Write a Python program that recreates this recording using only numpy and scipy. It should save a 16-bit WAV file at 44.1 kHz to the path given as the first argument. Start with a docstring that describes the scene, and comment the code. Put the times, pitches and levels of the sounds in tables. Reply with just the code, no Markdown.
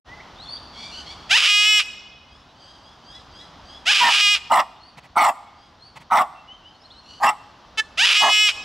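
"""A cockatoo gives three long screeches and one short squawk, and rough barks, likely a dog's, sound among them.
Each screech is a train of throat pulses that glides up, breaks into a chaotic rasp, locks on a held note and
breaks again. The barks pass unsteady pulses and puffs of noise through mouth resonances; some carry a squeal.
Smaller parrots whistle and chatter farther off as arched tones, over filtered noise for the outdoor hiss.
Sparse noise taps return the echo off the trees, and a limiter holds the loud calls down to one ceiling."""
import sys
import numpy as np
from scipy import signal
from scipy.io import wavfile
from scipy.ndimage import uniform_filter1d, minimum_filter1d

SR = 44100
rng = np.random.default_rng(int(sys.argv[2]) if len(sys.argv) > 2 else 0)


def transcribe(signal):
    """Save signal, clipped to [-1, 1], as a 16-bit WAV file at the path in sys.argv[1]."""
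    frames = np.atleast_2d(signal).T
    limited = np.clip(frames, -1, 1)
    pcm = np.round(limited * 32767).astype(np.int16)
    wavfile.write(sys.argv[1], SR, pcm)


N = 381024
EDGE_HZ = 15850  # upper limit of the sound


def amp(db):
    """Turns decibels into a gain factor."""
    return 10 ** (np.asarray(db) / 20)


def evened(x):
    """Scales a sound to an RMS level of one."""
    return x / np.sqrt(np.mean(x ** 2) + 1e-20)


def steadied(x, size=900):
    """Holds the short-time power at one, over windows of size samples."""
    power = abs(uniform_filter1d(x ** 2, size))
    return x / np.sqrt(power + 1e-12)


def read(points, hz):
    """Reads a curve of (Hz, value) points along a logarithmic frequency axis."""
    f, value = np.transpose(points)
    return np.interp(np.log(hz + 1), np.log(np.abs(f) + 1), value)


def add(mix, s, sound):
    """Lays a sound into the mix from second s on."""
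    part = mix[max(round(s * SR), 0):][:len(sound)]
    part += sound[:len(part)]


def noise(count):
    """White noise, up to a second long."""
    return rng.standard_normal(SR)[:count]


def wander(count, size):
    """Slow random drift: noise smoothed twice over size samples."""
    smooth = uniform_filter1d(uniform_filter1d(noise(SR), size), size)
    return evened(smooth)[:count]


def envelope(length, attack, release, edge_db):
    """Level in dB: rises from edge_db, holds at zero and falls back."""
    t = np.arange(0, length, 1 / SR)
    edge = np.maximum(1 - t / attack, 1 - (length - t) / release)
    return edge_db * np.maximum(edge, 0)


def colour(x, spectrum, size=4096):
    """Minimum-phase filter with the given spectrum: it rings only after its input, as a resonator does."""
    log_gain = np.log(amp(read(spectrum, abs(np.fft.fftfreq(size, 1 / SR)))))
    ring = np.fft.ifft(np.exp(np.conj(signal.hilbert(log_gain)))).real
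    return signal.oaconvolve(x, ring[:size // 2])[:len(x)]


def resonate(x, hz, width):
    """A steep resonance of gain one that follows the curve hz."""
    turn = np.exp(2j * np.pi * np.cumsum(hz) / SR)
    r = np.exp(-np.pi * width / SR)
    # shift the resonance down to zero, smooth there with two poles and shift back
    smooth = signal.lfilter([(1 - r) ** 2], [1, -2 * r, r * r], x / turn)
    return 2 * (turn * smooth).real


def air(rumble_db=-11, rumble_hz=70, gust_db=3):
    """Outdoor air: steadily coloured hiss plus a low noise rumble whose level comes in uneven gusts."""
    # Hiss spectrum. Each row: frequency in Hz, relative density in dB per Hz.
    hiss_spectrum = [(20, -16), (60, -0.5), (110, -2.5), (250, -3.5), (450, -9.5), (800, -3), (1150, -4.5),
                     (1600, -11), (2300, -17.5), (3100, -12.5), (4400, -16), (5700, -20), (8000, -38),
                     (15500, -50)]
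    # Slow course of the air. Each row: time in seconds, level of the hiss in dB.
    air_course = [(0, -45.5), (1.25, -44.5), (2.2, -53), (3.7, -46.5), (4.8, -53.5), (5.7, -53.5),
                  (6.6, -53), (7.6, -50.5), (8.64, -45.5)]
    t = np.arange(N) / SR
    hiss = evened(colour(rng.standard_normal(N), hiss_spectrum))
    band = signal.butter(2, [rumble_hz * 0.55, rumble_hz * 1.24], "band", fs=SR, output="sos")
    low = signal.sosfilt(band, rng.standard_normal(N))
    gusts = evened(sum(np.sin(2 * np.pi * (f * t + rng.random())) for f in np.geomspace(.7, 9, 20)))
    rumble = amp(rumble_db) * evened(low * amp(gust_db * gusts))
    fade_in = np.clip((t - .045) / 0.039, 0, 1)
    return fade_in * amp(np.interp(t, *np.transpose(air_course))) * (hiss + rumble)


def trees(x):
    """Scattered echoes from trunks and ground; each band dies at its own speed."""
    # Echo decay. Each row: frequency in Hz, time to fall by 60 dB in seconds.
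    decay_times = [(200, 0.87), (800, 0.85), (2700, 1.205), (5000, 1.17), (8000, 0.44), (14000, 0.49)]
    # Tone of the echo. Each row: frequency in Hz, gain in dB.
    echo_tone = [(200, 0), (800, 3), (1500, -2), (2800, -3.5), (5500, -2), (9000, 10.5), (14000, 2)]
    taps = noise(SR) * (rng.random(SR) < .1) * (np.arange(SR) > .008 * SR)
    hz, t, z = signal.stft(taps, SR, nperseg=256)
    decay = amp(-60 * t / read(decay_times, hz)[:, None])
    tail = evened(signal.istft(z * decay, SR, nperseg=256)[1])
    return signal.fftconvolve(x, colour(tail, echo_tone) / np.sqrt(len(tail)))[:N]


def branches(x, t60=0.075):
    """Quick reflections from the wood and ground close by: sparse random taps that die within t60 seconds."""
    t = np.arange(SR // 4) / SR
    taps = noise(len(t)) * (rng.random(len(t)) < .08) * (t > .002) * amp(-60 * t / t60)
    return signal.oaconvolve(x, taps / np.linalg.norm(taps))[:N]


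def shuffles():
    """Soft short rustles between the barks: puffs of coloured noise that swell and fade."""
    # The rustles. Each row: start in seconds, length in seconds, level in dB.
    rustles = [(4.965, 0.04, -44.5), (5.022, 0.057, -51), (5.949, 0.044, -43), (5.991, 0.051, -50)]
    # Rustle spectrum. Each row: frequency in Hz, gain in dB.
    rustle_tone = [(60, -33), (150, 17.5), (350, -15), (900, 8), (1500, -6), (2100, 2.5), (4000, -10.5),
                   (8000, -19), (15000, -34)]
    out = np.zeros(N)
    for s, length, db in rustles:
        count = int(length * SR)
        puff = colour(noise(count), rustle_tone) * np.hanning(count)
        add(out, s, amp(db) * evened(puff))
    return out


def flock(faint_per_s=2, faint_db=-67, faint_length_s=0.08, faint_hz=(2900, 5400)):
    """Every distant call as (start s, length s, start Hz, top Hz, end Hz, level dB, roughness 0-1)."""
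    # Distant whistles. Each row: start in seconds, length in seconds, start pitch in Hz, top pitch in Hz,
    # level in dB.
    whistles = [(0.06, 0.13, 1820, 2075, -50), (0.194, 0.022, 1740, 2300, -46.5),
                (0.358, 0.12, 3340, 4480, -47.5), (0.433, 0.062, 3435, 3520, -44),
                (0.471, 0.12, 4280, 4730, -38.5), (0.554, 0.034, 3000, 3740, -48),
                (3.685, 0.13, 3010, 3380, -54.5), (4.789, 0.14, 4150, 4610, -55),
                (5.792, 0.11, 4020, 4600, -52.5), (6.339, 0.086, 2700, 2720, -56),
                (6.471, 0.1, 2874, 3140, -48), (6.62, 0.11, 2750, 3154, -53.5),
                (6.792, 0.06, 4800, 5500, -61), (6.831, 0.04, 3800, 4330, -54),
                (6.898, 0.034, 3100, 4300, -51), (6.94, 0.075, 3800, 4360, -53)]
    # Harsh distant chatter. Each row: start in seconds, length in seconds, top pitch in Hz, level in dB.
    chatter = [(0.718, 0.24, 1189, -43), (0.897, 0.135, 1520, -41), (1.045, 0.11, 1147, -43.5),
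               (1.146, 0.19, 1143, -56), (7.021, 0.2, 1500, -51.5)]
    # One repeated nasal call. Each row: start in seconds, length in seconds, top pitch in Hz, level in dB,
    # roughness from 0 to 1, level of its second voice against the first in dB.
    nasal_calls = [(2.266, 0.19, 1790, -60.5, 0.15, -18), (2.542, 0.27, 1630, -54.5, 0.77, -15),
                   (2.793, 0.18, 1725, -58.5, 0.28, -18), (3.028, 0.2, 1722, -51.5, 0.2, -4.5),
                   (3.299, 0.175, 1708, -52, 0.05, -2), (3.625, 0.21, 1720, -52.5, 0.3, -15),
                   (5.541, 0.18, 1680, -63, 0.3, -18)]
    # Second nasal voice: start, top and end pitch in Hz.
    second_voice_hz = (1585, 2080, 1515)
    second_delay_s, nasal_from_hz = 0.045, 1530
    # start and end pitches as shares of the top
    whistle_to, nasal_to, chatter_from, chatter_to = 0.975, 0.925, 0.92, 0.98
    whistle_rough, chatter_rough = 0.16, 0.95
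    for s, length, from_hz, hz, db in whistles:
        yield s, length, from_hz, hz, whistle_to * hz, db, whistle_rough
    for s, length, hz, db in chatter:
        yield s, length, chatter_from * hz, hz, chatter_to * hz, db, chatter_rough
    for s, length, hz, db, rough, second_db in nasal_calls:
        yield s, length, nasal_from_hz, hz, nasal_to * hz, db, rough
        yield s + second_delay_s, length - second_delay_s, *second_voice_hz, db + second_db, rough
    # the rest of the flock: faint chirps at random times
    for when, size, pitch in rng.random((int(faint_per_s * N / SR), 3)):
        hz = np.interp(pitch, [0, 1], faint_hz)
        length = faint_length_s * (.5 + size)
        yield when * N / SR, length, chatter_from * hz, hz, whistle_to * hz, faint_db, whistle_rough


def parrots(jitter=0.0423, flutter=0.43, whistle_hz=1700, overtone_db=-29):
    """Arched chirps: nearly pure whistles when high, a rasping stack through the throat when low."""
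    # Small parrot's throat. Each row: frequency in Hz, gain in dB.
    parrot_throat = [(1000, -17), (2300, 2.5), (3300, 7), (4700, 8), (6500, -9.5), (9000, -21.5),
                     (12000, -33), (15500, -61)]
    out = np.zeros(N)
    for s, length, start_hz, top_hz, end_hz, db, rough in flock():
        u = np.linspace(0, 1, int(length * SR))
        count = len(u)
        corners_hz = [start_hz, .8 * start_hz + .2 * top_hz, top_hz, end_hz]
        arch = uniform_filter1d(np.interp(u, [0, .2, .7, 1], corners_hz), count // 5 + 1, mode="nearest")
        turns = np.cumsum(arch * (1 + jitter * rough * wander(count, size=45))) / SR
        call = np.zeros(count)
        for k in range(1, int(EDGE_HZ / top_hz) + 1):
            harmonic_db = overtone_db * k if start_hz > whistle_hz else read(parrot_throat, k * arch)
            call += amp(harmonic_db) * np.sin(2 * np.pi * k * turns)
        swell = np.sin(np.pi * u) * (1 + flutter * np.tanh(wander(count, size=250)))
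        add(out, s, amp(db) * evened(call * swell))
    return out


def squeal(length, db, mid_hz, jitter=0.027, overtone_db=-13, flutter=0.38, sag_hz_per_s=1300):
    """A thin, unsteady whistle that rides on a bark: a sagging tone with one overtone."""
    level_db = db + envelope(length, attack=0.02, release=0.02, edge_db=-26)
    count = len(level_db)
    hz = mid_hz - sag_hz_per_s * (np.arange(count) / SR - length / 2)
    turns = np.cumsum(hz * (1 + jitter * wander(count, size=25))) / SR
    tone = np.sin(2 * np.pi * turns) + amp(overtone_db) * np.sin(4 * np.pi * turns)
    return amp(level_db) * evened(tone * np.exp(flutter * wander(count, size=60)))


def bark_gesture(length, attack, effort_db, from_hz, to_hz, rough_from, rough_to, mouth_from, mouth_to, rasp_db):
    """Effort, pitch, roughness, mouth and rasp of one bark: the pitch holds, then slips late in the bark."""
    level_db = effort_db + envelope(length, attack, release=0.047, edge_db=-33)
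    u = np.linspace(0, 1, len(level_db))
    hz = from_hz + (to_hz - from_hz) * u ** 3
    rough = rough_from + (rough_to - rough_from) * u
    mouth = mouth_from + (mouth_to - mouth_from) * u
    # the rasp is strongest in the middle and 8 dB weaker at both ends
    rasp = rasp_db - 8 * (1 - np.sin(np.pi * u))
    return level_db, hz, rough, mouth, rasp


def bark(effort_db, hz, rough, mouth, rasp_db, jitter=.16, chest_db=-27, flutter_db=3):
    """Unsteady fold pulses and puffs of noise drive the moving resonances of a mouth and a low chest."""
    # Low and high resonances of the barking mouth. Each row: frequency in Hz at mouth size 1, width in Hz,
    # gain in dB (flutter and rasp vary the high ones around it).
    low_resonances = [(784, 372, 0.5), (1181, 360, -0.5)]
    high_resonances = [(1972, 500, -13.5), (2920, 360, -21.5), (3324, 750, -24.5), (5450, 1300, -31),
                       (7970, 1600, -31.5), (11100, 8800, -44.5)]
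    # Lower and upper edge in Hz of the band that the body of the bark passes.
    body_band_hz = (648, 1620)
    # Chest. Each row: frequency in Hz, gain in dB.
    chest_tone = [(40, -27), (130, -3), (240, 5.5), (400, -2), (700, -20), (2000, -68)]
    count, rough = len(hz), np.clip(rough, 0, 1)
    turns = np.cumsum(hz * (1 + jitter * rough * wander(count, size=70))) / SR
    folds = sum(np.cos(2 * np.pi * k * turns) for k in range(1, 30))
    puffs = (0.27 + np.exp(-(turns % 1) / 0.51)) * noise(count)
    drive = (1 - rough) * evened(folds) + rough * evened(puffs)
    # neighbouring resonances have opposite signs
    body = sum((-1) ** k * amp(db) * resonate(drive, f * mouth, w) for k, (f, w, db) in enumerate(low_resonances))
    body = signal.sosfilt(signal.butter(4, body_band_hz, "band", fs=SR, output="sos"), body)
    # the upper resonances flare up each on its own
    rasp = sum(amp(db + flutter_db * wander(count, size=500)) * resonate(drive, f * mouth, w)
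               for f, w, db in high_resonances)
    chest = amp(chest_db) * evened(colour(puffs, chest_tone))
    voice = steadied(body + amp(rasp_db) * rasp, size=350) + chest
    return amp(effort_db) * voice * signal.windows.tukey(count, .06)


def barks():
    """All the barks, with the squeals that ride on some of them."""
    # The barks. Each row: start in seconds, length in seconds, attack in seconds, effort in dB, start and end
    # pitch in Hz, start and end roughness from 0 to 1, start and end mouth size as factors on the
    # resonances, mid-bark rasp in dB.
    bark_rows = [ (3.998, 0.142, 0.016, -4, 490, 370, 0.05, 0.7, 1.02, 0.94, 3.5),
                 (4.496, 0.155, 0.019, -9, 406, 330, 0.82, 0.72, 1.0, 0.96, 3.5),
                 (5.153, 0.185, 0.021, -6.5, 448, 335, 0.8, 0.82, 1.1, 0.9, 4.5),
                 (6.1, 0.163, 0.028, -5.5, 400, 335, 0.95, 0.6, 1.08, 0.94, 1),
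                 (7.198, 0.143, 0.044, -8, 405, 490, 0.5, 0.6, 0.84, 1.06, 4.5),
                 (8.195, 0.146, 0.032, 0.5, 412, 400, 0.7, 0.8, 0.96, 0.9, 5)]
    # The squeals. Each row: start in seconds, length in seconds, level in dB, middle pitch in Hz.
    squeal_rows = [(4.022, 0.086, -7.5, 1810), (4.513, 0.05, -19, 2030), (5.163, 0.115, -18, 2180),
                   (7.255, 0.055, -15, 2730)]
    dog = np.zeros(N)
    for s, *row in bark_rows:
        add(dog, s, bark(*bark_gesture(*row)))
    for s, *row in squeal_rows:
        add(dog, s, squeal(*row))
    return dog


def squawk_ring(length, db, hz):
    """The hollow ring that ends the squawk: one nearly pure tone as the beak closes."""
    level_db = db + envelope(length, attack=0.012, release=0.024, edge_db=-32)
    tone = np.sin(2 * np.pi * hz * np.arange(len(level_db)) / SR)
    return amp(level_db) * evened(tone)


def squawk(length, effort_db, hz, chaos, gape):
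    """A few nearly even pulses of the low note through a narrow beak."""
    level_db = effort_db + envelope(length, attack=0.013, release=0.011, edge_db=-19)
    steady = np.ones(len(level_db))
    return screech(level_db, hz * steady, chaos * steady, 0 * steady, gape * steady)


def screech_gesture(start, onset_db, glide_s, top_hz, rasp_db, rasp_hz, rasp_chaos, settle_s, held_db, limp_at,
                    limp, held):
    """Effort, pitch, chaos, alternation and gape through glide, rasp, held note and final break."""
    glide_from_hz, glide_db, glide_swell_db, glide_chaos, glide_gape = 590, -9.5, 2, 0.38, 0.18
    attack_s, break_s, limp_s, rasp_gape = 0.024, 0.008, 0.028, 0.29
    calming = 0.85  # share of the rasp's chaos that is left as it starts to settle
    held_chaos, held_fade_s, held_fade_db = 0.026, 0.06, -6
    end_s, end_fade_db, end_sag_hz, end_chaos = 0.044, -28, 42, 1.0
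    glide_waver, held_waver = 0.014, 0.0015  # shares of the pitch

    held_s, held_hz, held_gape = np.transpose(held)
    crack, lock, release = start + glide_s, held_s[0], held_s[-1]
    rasp, settle = crack + break_s, lock - settle_s
    broken, end = release + break_s, release + end_s
    t = np.arange(start, end, 1 / SR)
    rise_db = np.interp(t, [start, start + attack_s, crack, rasp],
                        [onset_db, glide_db, glide_db + glide_swell_db, 0])
    fall_db = np.interp(t, [release - held_fade_s, release, broken, end],
                        [0, held_fade_db, held_fade_db, end_fade_db])
    effort_db = np.interp(t, [settle, lock], [rasp_db, held_db]) + rise_db + fall_db
    hz = np.interp(t, [start, crack, rasp, *held_s, end],
                   [glide_from_hz, top_hz, rasp_hz, *held_hz, held_hz[-1] - end_sag_hz])
    waver = np.interp(t, [crack, lock], [glide_waver, held_waver])
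    hz = hz * (1 + waver * wander(len(t), size=160))
    chaos = np.interp(t, [crack, rasp, settle, lock, release, broken],
                      [glide_chaos, rasp_chaos, calming * rasp_chaos, held_chaos, held_chaos, end_chaos])
    # strong-weak pulses come as the note locks and once more within it
    alternation = limp * sum(np.exp(-((t - s) / limp_s) ** 2) for s in (lock, limp_at))
    gape = np.interp(t, [crack, rasp, settle, *held_s, broken],
                     [glide_gape, rasp_gape, rasp_gape, *held_gape, rasp_gape])
    return effort_db, hz, chaos, alternation, gape


def screech(effort_db, hz, chaos, alternation, gape, jitter=0.043, stray=0.83, uneven=0.28, limp=0.028,
            hiss_db=-40, chaos_hiss_db=-15, half_gape=0.36, ring_hz=2750, ring_width_hz=1300, low_note_hz=520):
    """Syrinx pulses, even or chaotic, pass the windpipe and a throat that changes as the beak opens."""
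    # The throat with the beak narrow, half open and wide open. Each row: frequency in Hz, gain in dB.
    narrow_throat = [(200, -61), (420, -21), (830, -13), (1240, -15.5), (1650, -2.5), (2480, -5),
                     (2900, 0.5), (3300, -10.5), (3750, -13.5), (4550, -17.5), (5700, -33), (6300, -16.5),
                     (8300, -37.5), (15500, -60.5)]
    half_open_throat = [(250, -45.5), (600, -25.5), (830, -27.5), (1200, -8.5), (1600, -15), (2000, -8.5),
                        (2470, 2.5), (2640, -0.5), (2860, 3.5), (3450, -2), (4250, -9.5), (5000, -6),
                        (6300, -17), (7400, -18), (10500, -30.5), (15500, -46)]
    wide_open_throat = [(200, -41), (420, -34.5), (850, -33), (1270, -21.5), (1750, -15.5), (2550, -1.5),
                        (3000, -2), (4600, -22.5), (5450, -7.5), (6500, -28.5), (7600, -14.5),
                        (8600, -31.5), (10200, -39), (12000, -32.5), (15500, -67)]
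    count, turns = len(hz), np.cumsum(hz) / SR
    at = np.flatnonzero(np.diff(np.floor(turns)))
    odd = (-1) ** np.arange(len(at)) * alternation[at] * (hz[at] < low_note_hz)
    rough = np.clip(chaos[at], 0, 1)
    # on the low note every other pulse comes late and strong, which puts lines between the harmonics
    late = jitter * rough * noise(len(at)) + limp * odd + 1 - turns[at] % 1
    # in chaos two stray pulses fall anywhere within each cycle
    late = np.concatenate([late, late + rng.random(len(at)), late + rng.random(len(at))])
    stray_strength = stray * rough ** 2
    strength = np.concatenate([(1 + odd) * (1 - .5 * rough), stray_strength, stray_strength])
    at, rough = np.tile(at, 3), np.tile(rough, 3)
    strength = strength * np.exp(uneven * np.sqrt(rough) * noise(len(at)))
    # windowed sincs set each pulse between the samples
    place = at + late * SR / hz[at]
    near = np.floor(place).astype(int)[:, None] + np.arange(-8, 10)
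    offset = near - place[:, None]
    shapes = -strength[:, None] * np.sinc(offset) * np.sinc(offset / 10)
    pulses = np.bincount(np.maximum(near, 0).ravel(), shapes.ravel(), count)[:count]
    hiss = (amp(hiss_db) + amp(chaos_hiss_db) * abs(chaos)) * noise(count)
    drive = evened(pulses) + hiss
    # the windpipe, an all-pass, holds each pulse a moment longer near its main resonance
    r = np.exp(-np.pi * ring_width_hz / SR)
    poles = [1, -2 * r * np.cos(2 * np.pi * ring_hz / SR), r * r]
    drive = signal.lfilter(poles[::-1], poles, drive)
    # crossfade the three throats with the gape
    throats = (narrow_throat, half_open_throat, wide_open_throat)
    voice = sum(np.interp(gape, [0, half_gape, 1], share) * colour(drive, throat)
                for share, throat in zip(np.eye(3), throats))
    return amp(effort_db) * steadied(voice) * signal.windows.tukey(count, .03)


def cockatoo():
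    """The three screeches and the short squawk with its closing ring."""
    # The screeches. Each row: start in seconds, onset in dB against the rasp, glide length in seconds,
    # glide top in Hz, rasp in dB, rasp pitch in Hz, rasp chaos (1 is full; more adds only hiss), time to
    # calm down in seconds, held note in dB, time of a later strong-weak spell in seconds, depth of the
    # strong-weak spells from 0 to 1.
    screeches = [ (1.289, -40, 0.078, 1010, -3.5, 409, 1.15, 0.055, -2.5, 1.645, 0.2),
                 (3.852, -30, 0.058, 872, -6, 399, 0.74, 0.01, -9, 4.285, 0.07),
                 (7.971, -21, 0.077, 995, -6.5, 406, 1.0, 0.035, -1, 8.36, 0.2)]
    # One list for the held note of each screech. Each row: time in seconds, pitch in Hz, beak gape from 0 to 1.
    held_notes = [
        [(1.51, 411.3, 0.76), (1.62, 415.3, 0.76), (1.69, 425, 0.97), (1.775, 419.7, 0.96),
         (1.792, 410.5, 0.95)],
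        [(4.218, 410, 0.82), (4.25, 412, 0.68), (4.275, 405.7, 0.62), (4.31, 415.6, 0.76), (4.345, 408.2, 0.94)],
        [(8.185, 418, 0.8), (8.2, 420, 0.97), (8.23, 418.6, 0.15), (8.29, 420, 0.1), (8.32, 423.5, 0.87),
         (8.37, 420.5, 0.96), (8.415, 424.5, 0.96), (8.465, 419.9, 1), (8.482, 410, 0.7)],
    ]
    # The squawk: start in seconds, length in seconds, effort in dB, pitch in Hz, chaos from 0 to 1,
    # beak gape from 0 to 1.
    squawk_row = (7.772, 0.04, -18, 438, 0.08, 0.16)
    # Its ring: start in seconds, length in seconds, level in dB, pitch in Hz.
    ring_row = (7.785, 0.043, -17, 1745)
    bird = np.zeros(N)
    for row, held in zip(screeches, held_notes):
        add(bird, row[0], screech(*screech_gesture(*row, held)))
    add(bird, squawk_row[0], squawk(*squawk_row[1:]))
    add(bird, ring_row[0], squawk_ring(*ring_row[1:]))
    return bird


def scene(echo_db=-27, bark_echo_db=-32, far_echo_db=-6, early_db=-18, far_early_db=-4, pan_db=1.7,
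          echo_side_db=-12, scatter_side_db=-1, air_side_db=3):
    """Near callers, far parrots, their echoes and the air, mixed from middle and side into two channels."""
    # Stereo width. Each row: frequency in Hz, gain of the side signal in dB.
    side_tone = [(30, -62), (120, -31), (300, -14.5), (800, -16.5), (3000, -18), (5500, -19), (8000, -12),
                 (15000, -10.5)]
    bird, dog, far = cockatoo(), barks(), parrots()
    near = bird + dog + shuffles()
    to_trees = amp(echo_db) * bird + amp(bark_echo_db) * dog + amp(far_echo_db) * far
    early = branches(amp(early_db) * near + amp(far_early_db) * far)
    mid = far + early + trees(to_trees) + air()
    # the channels differ in each call's phase and in a short dense scatter
    spread = signal.hilbert(near + far).imag + amp(scatter_side_db) * branches(near + far, t60=0.014)
    side = colour(spread + amp(air_side_db) * air(), side_tone) + amp(echo_side_db) * trees(to_trees)
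    # the near callers sit slightly toward the second channel
    return np.array([mid + side + near * amp(-pan_db / 2), mid - side + near * amp(pan_db / 2)])


def record(dry, ceiling_db=-5.5, slope=1.0, recovery_db_per_s=130):
    """A peak limiter that falls at once and recovers quickly; then the band limit."""
    peak_db = 20 * np.log10(1e-6 - minimum_filter1d(-abs(dry).max(0), size=120))
    fall = np.arange(N) * recovery_db_per_s / SR
    held_peak_db = np.maximum.accumulate(peak_db + fall) - fall
    over_db = np.maximum(held_peak_db - ceiling_db, 0)
    limited = dry / amp(slope * uniform_filter1d(over_db, size=100))
    low_pass = signal.firwin(511, EDGE_HZ, window=("kaiser", 9), fs=SR)
    return signal.oaconvolve(limited, low_pass[None], "same")


dry = scene()
out = record(dry)
transcribe(out)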